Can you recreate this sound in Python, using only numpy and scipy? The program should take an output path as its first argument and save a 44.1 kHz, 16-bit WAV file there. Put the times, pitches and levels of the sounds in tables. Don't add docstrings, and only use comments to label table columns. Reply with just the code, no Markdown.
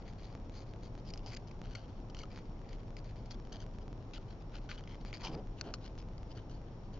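import sys
import numpy as np
from scipy import signal
from scipy.fft import irfft
from scipy.io import wavfile
from scipy.ndimage import uniform_filter1d

SR = 44100
rng = np.random.default_rng(int(sys.argv[2]) if len(sys.argv) > 2 else 0)


def gain_from_db(level_db):
    decades = np.asarray(level_db, float) / 20
    return 10 ** decades


def unload_wav(signal):
    wavfile.write(
        sys.argv[1],
        SR,
        np.round(np.clip(np.atleast_2d(signal).T, -1, 1) * 32767).astype(np.int16),
    )


N = 308259

# (start [s], end [s], place of peak [0-1], relative peak level [dB], depth [0 thin - 2 dull])
CUTS = [(0.073, .135, 0, -71, 0), (0.186, .352, 1, -71, 0.82), (0.514, .64, 0.4, -61, 0.22),
        (.815, .882, 0.6, -68, 0.2), (1.045, 1.111, 1, -58, 0.15), (1.255, 1.3, 0.3, -56, 0.052),
        (1.3, 1.352, 0.7, -52, 0.28), (1.363, 1.376, 0.76, -46, 0.33), (1.468, 1.489, 0.15, -59, 0),
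        (1.51, 1.528, 0.3, -59.5, 0), (1.631, 1.69, 0.4, -59.5, 1.1), (1.695, 1.737, 1, -60, 0.56),
        (1.755, 1.86, 0, -61.5, 0.58), (2.155, 2.235, 0.57, -58, 0), (2.306, 2.4, 0.6, -63.5, 0.88),
        (2.64, 2.761, 0.92, -65.5, 1.1), (2.785, 2.81, 0.8, -64.5, 0.75), (2.975, 3.003, 0.3, -58.5, 0.51),
        (3.085, 3.125, 0.2, -63.5, 0.93), (3.304, 3.352, 0.02, -53, 0.46),
        (3.518, 3.562, 0.38, -53.5, 0.68), (3.572, 3.637, 0.64, -65.5, 0.35), (4.135, 4.183, 0, -51, 0.84),
        (4.275, 4.35, 0.05, -65.5, 0.63), (4.513, 4.596, 0.5, -56.5, 1.5), (4.626, 4.665, 0.9, -69, 0.25),
        (4.689, 4.77, 0.02, -51, 1.02), (4.771, 4.809, 0.5, -56, 1.1), (4.877, 4.954, 0.3, -60, 1.2),
        (5.05, 5.11, 0.34, -59, 0.88), (5.13, 5.185, 0.06, -52.5, 0.72), (5.195, 5.235, 0.5, -56, 0.67),
        (5.235, 5.266, 0.86, -42, 0.32), (5.267, 5.305, 0.07, -47.5, 0.9), (5.313, 5.352, 1, -58, 0),
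        (5.565, 5.61, 0.4, -61.5, 0.41), (5.62, 5.735, 0.7, -64, 1.5), (5.805, 5.885, 0.72, -58, 0.77),
        (5.978, 6.02, 0.14, -59, 0), (6.291, 6.33, 0.7, -59, 0), (6.35, 6.395, 0.5, -63.5, 0.68),
        (6.489, 6.58, 0, -64, 0.36), (6.93, 6.975, 0.1, -64.5, 0.44)]
# (time [s], relative level [dB], depth [0 thin - 2 dull])
SNAPS = [(1.1373, -35.5, 0.14), (1.1755, -38, 0.29), (1.2618, -39, 0), (1.2905, -49, 0.35), (1.333, -42, 0),
         (1.348, -38, 0), (1.7512, -34, 0.77), (1.7547, -31, 0.88), (2.099, -44.5, 0.11),
         (2.103, -48, 0.22), (2.1472, -37.5, 0.59), (2.168, -40.5, 0.74), (2.19, -36, 0.15),
         (2.234, -41, 0.31), (2.73, -43, 0.61), (2.9676, -39, 0.63), (3.044, -46, 1.1),
         (3.259, -45.5, 0.24), (3.451, -52, 0.73), (3.527, -37, 0.26), (3.545, -51, 1), (3.567, -50, 0.84),
         (3.603, -43, 0.56), (4.1788, -42, 1.6), (4.6917, -41, 1.1), (4.786, -47, 1), (4.838, -45, 0.89),
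         (4.875, -40.5, 1.34), (4.912, -52, 0.94), (4.9452, -47, 0.84), (5.129, -34, 1.4),
         (5.273, -34, 0.62), (5.611, -25.5, 0.083), (5.739, -26.5, 0.3), (5.856, -46, 0.67),
         (6.135, -44, 0.19), (6.18, -48, 0.17)]
# (frequency [Hz], damping width [Hz], relative level [dB])
LOW_MODES = [(620, 470, -1.5), (1450, 700, -0.5)]
MID_MODES = [(2328, 1390, 0.002), (3080, 960, 0)]
HIGH_MODES = [(4737, 1630, 6.5), (5885, 1500, -3)]
# (time [s], relative level [dB], mean frequency [Hz], t60 [s])
PINGS = [(2.205, -57.5, 2200, 0.082), (2.236, -50, 1328, 0.043), (4.692, -46, 1450, 0.028),
         (5.6108, -38.5, 1440, 0.014), (5.6108, -36.5, 4540, 0.0091), (1.7508, -44, 4400, 0.025),
         (1.753, -45.5, 2190, 0.025), (5.268, -47.5, 2420, 0.042)]
# (from time [s], mean comb spacing [Hz])
HAND_COMBS = [(0, 2240), (1.0, 2610), (1.315, 2400), (1.42, 2660), (1.58, 1440), (2.26, 2270), (3.2, 1110),
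              (3.42, 1510), (3.75, 2700), (4.0, 1370), (4.65, 1430), (4.86, 1045), (5.0, 2300),
              (5.232, 2620), (5.5, 1360), (5.9, 2600), (6.34, 1490)]
# (time [s], peak level [dB], centre [Hz])
BUMPS = [(1.27, -54.5, 750), (3.55, -53.5, 598), (5.255, -45.5, 900), (5.291, -60, 894), (5.303, -44, 330),
         (5.347, -38, 189.7), (5.39, -47.5, 450), (5.671, -45.5, 310.3), (5.698, -52.5, 705)]
# (frequency [Hz], relative level [dB])
ROOM_SPECTRUM = [(12, -21), (24, -1.5), (36, 2), (49, -12.5), (58, -5), (75, -16.5), (106, -4),
                 (140, -12.5), (400, -21), (900, -28), (1700, -42), (4500, -49.5), (6800, -54),
                 (7900, -65.5)]
# (frequency [Hz], likeness [0-1])
ROOM_LIKENESS = [(60, .99), (470, 0.9), (940, 0.67), (1900, 0.021), (7000, 0.095)]
# (time [s], jump [dB])
LARGE_JUMPS = [(0.3516, -35), (0.4966, -39.5), (0.737, -38.5), (0.9526, -39.5), (1.6165, -33.5),
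               (2.3756, -35), (2.3887, -37), (3.3998, -40.5), (3.6647, -40), (3.786, -38.5), (3.8803, -39),
               (3.9291, -39), (4.809, -40.5), (4.955, -40.5), (5.0499, -33.5), (5.9789, -38), (6.2314, -40)]

FIRST_JOIN_S, PIECE_S, PIECES_PER_S = .0869, .024083, 41
SWELL_DB, FADE_DB = 12, 14
CUT_DB_PER_DEPTH, SNAP_DB_PER_DEPTH = 5, 7
GRAINS_PER_S = 8000
ECHO_SHARE, SPACING_WOBBLE = .4, .03
BUMP_RISE_DB_PER_S, BUMP_FALL_DB_PER_S = 343, 298
ROOM_DB, WHINE_DB = -45.5, -82.5
EDGE_HZ = 7260


def scissors():
    drive = cut_level() * cut_grains()
    add_snaps(drive)
    groups = (LOW_MODES, MID_MODES, HIGH_MODES)
    return sum(ring(drive[:, k], modes, uneven_db=2.2) for k, modes in enumerate(groups))


def cut_level():
    level = np.zeros((3, N))
    for start_s, end_s, peak, db, depth in CUTS:
        start_s, end_s = at_join(start_s), at_join(end_s)
        u = np.linspace(0, 1, round((end_s - start_s) * SR))
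        stroke_db = np.interp(u, [0, np.clip(peak, 0, 1), 1], [-SWELL_DB, 0, -FADE_DB])
        add(level, start_s, gain_from_db(db + stroke_db) * mode_shares(depth, CUT_DB_PER_DEPTH))
    rustle_db = -91.0 + 10.8 * np.minimum(per_piece(1), 1.5)
    return level + gain_from_db(rustle_db) * gain_from_db([[-3], [1.5], [0]])


def cut_grains():
    clumps = gain_from_db(3.6 * evened(uniform_filter1d(rng.standard_normal(N), size=120)))
    grains = (rng.random(N) < GRAINS_PER_S / SR) * rng.standard_normal((2, 3, N))
    return evened(clumps * spread(grains, apart=0.38))


def add_snaps(drive):
    t = np.arange(1300) / SR
    knock = 6.5 * (t == t[8])
    crack = np.minimum(t / .0007, 1) * gain_from_db(-60 * t / 0.0075)
    flutter = gain_from_db(-11.5 - 60 * t / 0.054)
    joins = join_times()
    noises = rng.standard_normal((len(SNAPS), 2, 1, len(t)))
    for (s, db, depth), noise in zip(SNAPS, noises):
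        burst = knock + (crack + flutter) * spread(noise, apart=0.4)
        burst = burst * (s + t < min(joins[joins > s]))
        add(drive, s, gain_from_db(db - 8.5) * burst * mode_shares(depth, SNAP_DB_PER_DEPTH))


def mode_shares(depth, db_per_depth):
    group_depths = np.array([[2], [1], [0]])
    gains = gain_from_db(-db_per_depth * abs(group_depths - depth))
    return gains / np.linalg.norm(gains)


def ring(drive, modes, uneven_db):
    t, out, energy = np.arange(800) / SR, 0, 0
    for (hz, width_hz, db), chance in zip(modes, per_piece(len(modes))):
        decay = t * np.exp(-np.pi * width_hz * t)
        mode = gain_from_db(db) * evened(decay * np.sin(2 * np.pi * hz * t))
        uneven_drive = drive * gain_from_db(uneven_db * chance)
        out = out + signal.oaconvolve(uneven_drive, mode[None], axes=1)[:, :N]
        energy += np.sum(mode ** 2)
    return out / np.sqrt(energy)


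def spread(noise, apart):
    common, differing = noise
    return np.array([common + apart * differing, common - apart * differing]) / np.sqrt(1 + apart ** 2)


def desk(x):
    n, (s, hz) = np.arange(N), np.transpose(HAND_COMBS)
    spacing_hz = hz[np.searchsorted(s[1:], n / SR)] * (1 + SPACING_WOBBLE * per_piece(1)[0])
    lag = SR / spacing_hz
    once, twice = (np.array([np.interp(n - k * lag, n, side) for side in x]) for k in (1, 2))
    echoed = x + ECHO_SHARE * once + ECHO_SHARE ** 2 * twice
    return echoed / np.sqrt(1 + ECHO_SHARE ** 2 + ECHO_SHARE ** 4)


def pings():
    t, out = np.arange(3000) / SR, np.zeros(N)
    for s, db, hz, t60_s in PINGS:
        waver_hz = 60 * evened(uniform_filter1d(rng.standard_normal(len(t)), size=200))
        carrier = np.sqrt(2) * np.sin(2 * np.pi * np.cumsum(hz + waver_hz) / SR)
        add(out, s, np.minimum(t / 0.001, 1) * gain_from_db(db - 60 * t / t60_s) * carrier)
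    return out


def sides(x):
    n = np.arange(N)
    lead = np.where(n < 5.5 * SR, 1, -2)
    return np.array([x[0], np.take(x[1], n + lead, mode="clip")])


def low_bumps():
    t, out = np.arange(N) / SR, 0
    for s, db, hz in BUMPS:
        drop_db = np.maximum(BUMP_RISE_DB_PER_S * (s - t), BUMP_FALL_DB_PER_S * (t - s))
        out = out + gain_from_db(db - drop_db) * noise_band(hz, 450)
    return out


def room():
    hz = np.fft.rfftfreq(N, 1 / SR)
    a, b, c, d = rng.standard_normal((4, len(hz)))
    same = np.clip(read(ROOM_LIKENESS, hz), 0, 1)
    left = a + 1j * b
    right = same * left + np.sqrt(1 - same ** 2) * (c + 1j * d)
    spectrum = np.array([left, right]) * gain_from_db(read(ROOM_SPECTRUM, hz))
    rumble = gain_from_db(ROOM_DB) * evened(irfft(spectrum, N))
    whine = gain_from_db(WHINE_DB) * noise_band(5490, 200)
    return rumble * gain_from_db([[.5], [-.5]]) + whine * gain_from_db([[1.5], [-1.5]])


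def ticks():
    small_s = [s for s in join_times() if 0 < s < N / SR]
    steps = np.zeros(N)
    steps[np.round(np.multiply(small_s, SR)).astype(int)] = gain_from_db(-50.0) * rng.standard_normal(len(small_s))
    s, db = np.transpose(LARGE_JUMPS)
    steps[np.round(s * SR).astype(int)] = gain_from_db(db) * rng.choice([-1, 1], len(s))
    drift_s = 0.0023
    return signal.lfilter([1], [1, -np.exp(-1 / (drift_s * SR))], steps)


def join_times():
    seconds = np.arange(-1, N // SR + 1)[:, None]
    return (seconds + FIRST_JOIN_S + PIECE_S * np.arange(PIECES_PER_S)).ravel()


def at_join(s):
    joins = join_times()
    nearest = joins[np.argmin(abs(joins - s))]
    return nearest if abs(nearest - s) < .0095 else s


def per_piece(rows):
    joins = join_times()
    return rng.standard_normal((len(joins) + 1, rows))[np.searchsorted(joins, np.arange(N) / SR)].T


def noise_band(hz, width_hz):
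    r = np.exp(-np.pi * width_hz / SR)
    noise = rng.standard_normal(N) + 1j * rng.standard_normal(N)
    slow = signal.lfilter([1], np.poly([r, r]), noise)
    return evened((slow * np.exp(2j * np.pi * hz * np.arange(N) / SR)).real)


def evened(x):
    return x / np.sqrt(np.mean(x ** 2) + 1e-20)


def read(points, hz):
    f, value = np.transpose(points)
    return np.interp(np.log(hz + 1), np.log(f + 1), value)


def add(mix, s, sound):
    part = mix[..., round(s * SR):][..., :sound.shape[-1]]
    part += sound[..., :part.shape[-1]]


def scene():
    close = sides(desk(scissors()) + pings())
    return close * gain_from_db([[3.8], [.6]]) + low_bumps() + room()


def top_cut(x):
    return signal.sosfilt(signal.butter(12, 8050, fs=SR, output="sos"), x)


def record(dry):
    low_pass = signal.firwin(101, EDGE_HZ, window=("kaiser", 8), fs=SR)
    mix = signal.oaconvolve(dry + ticks(), low_pass[None], "same")
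    return top_cut(mix)


dry = scene()
out = record(dry)
unload_wav(out)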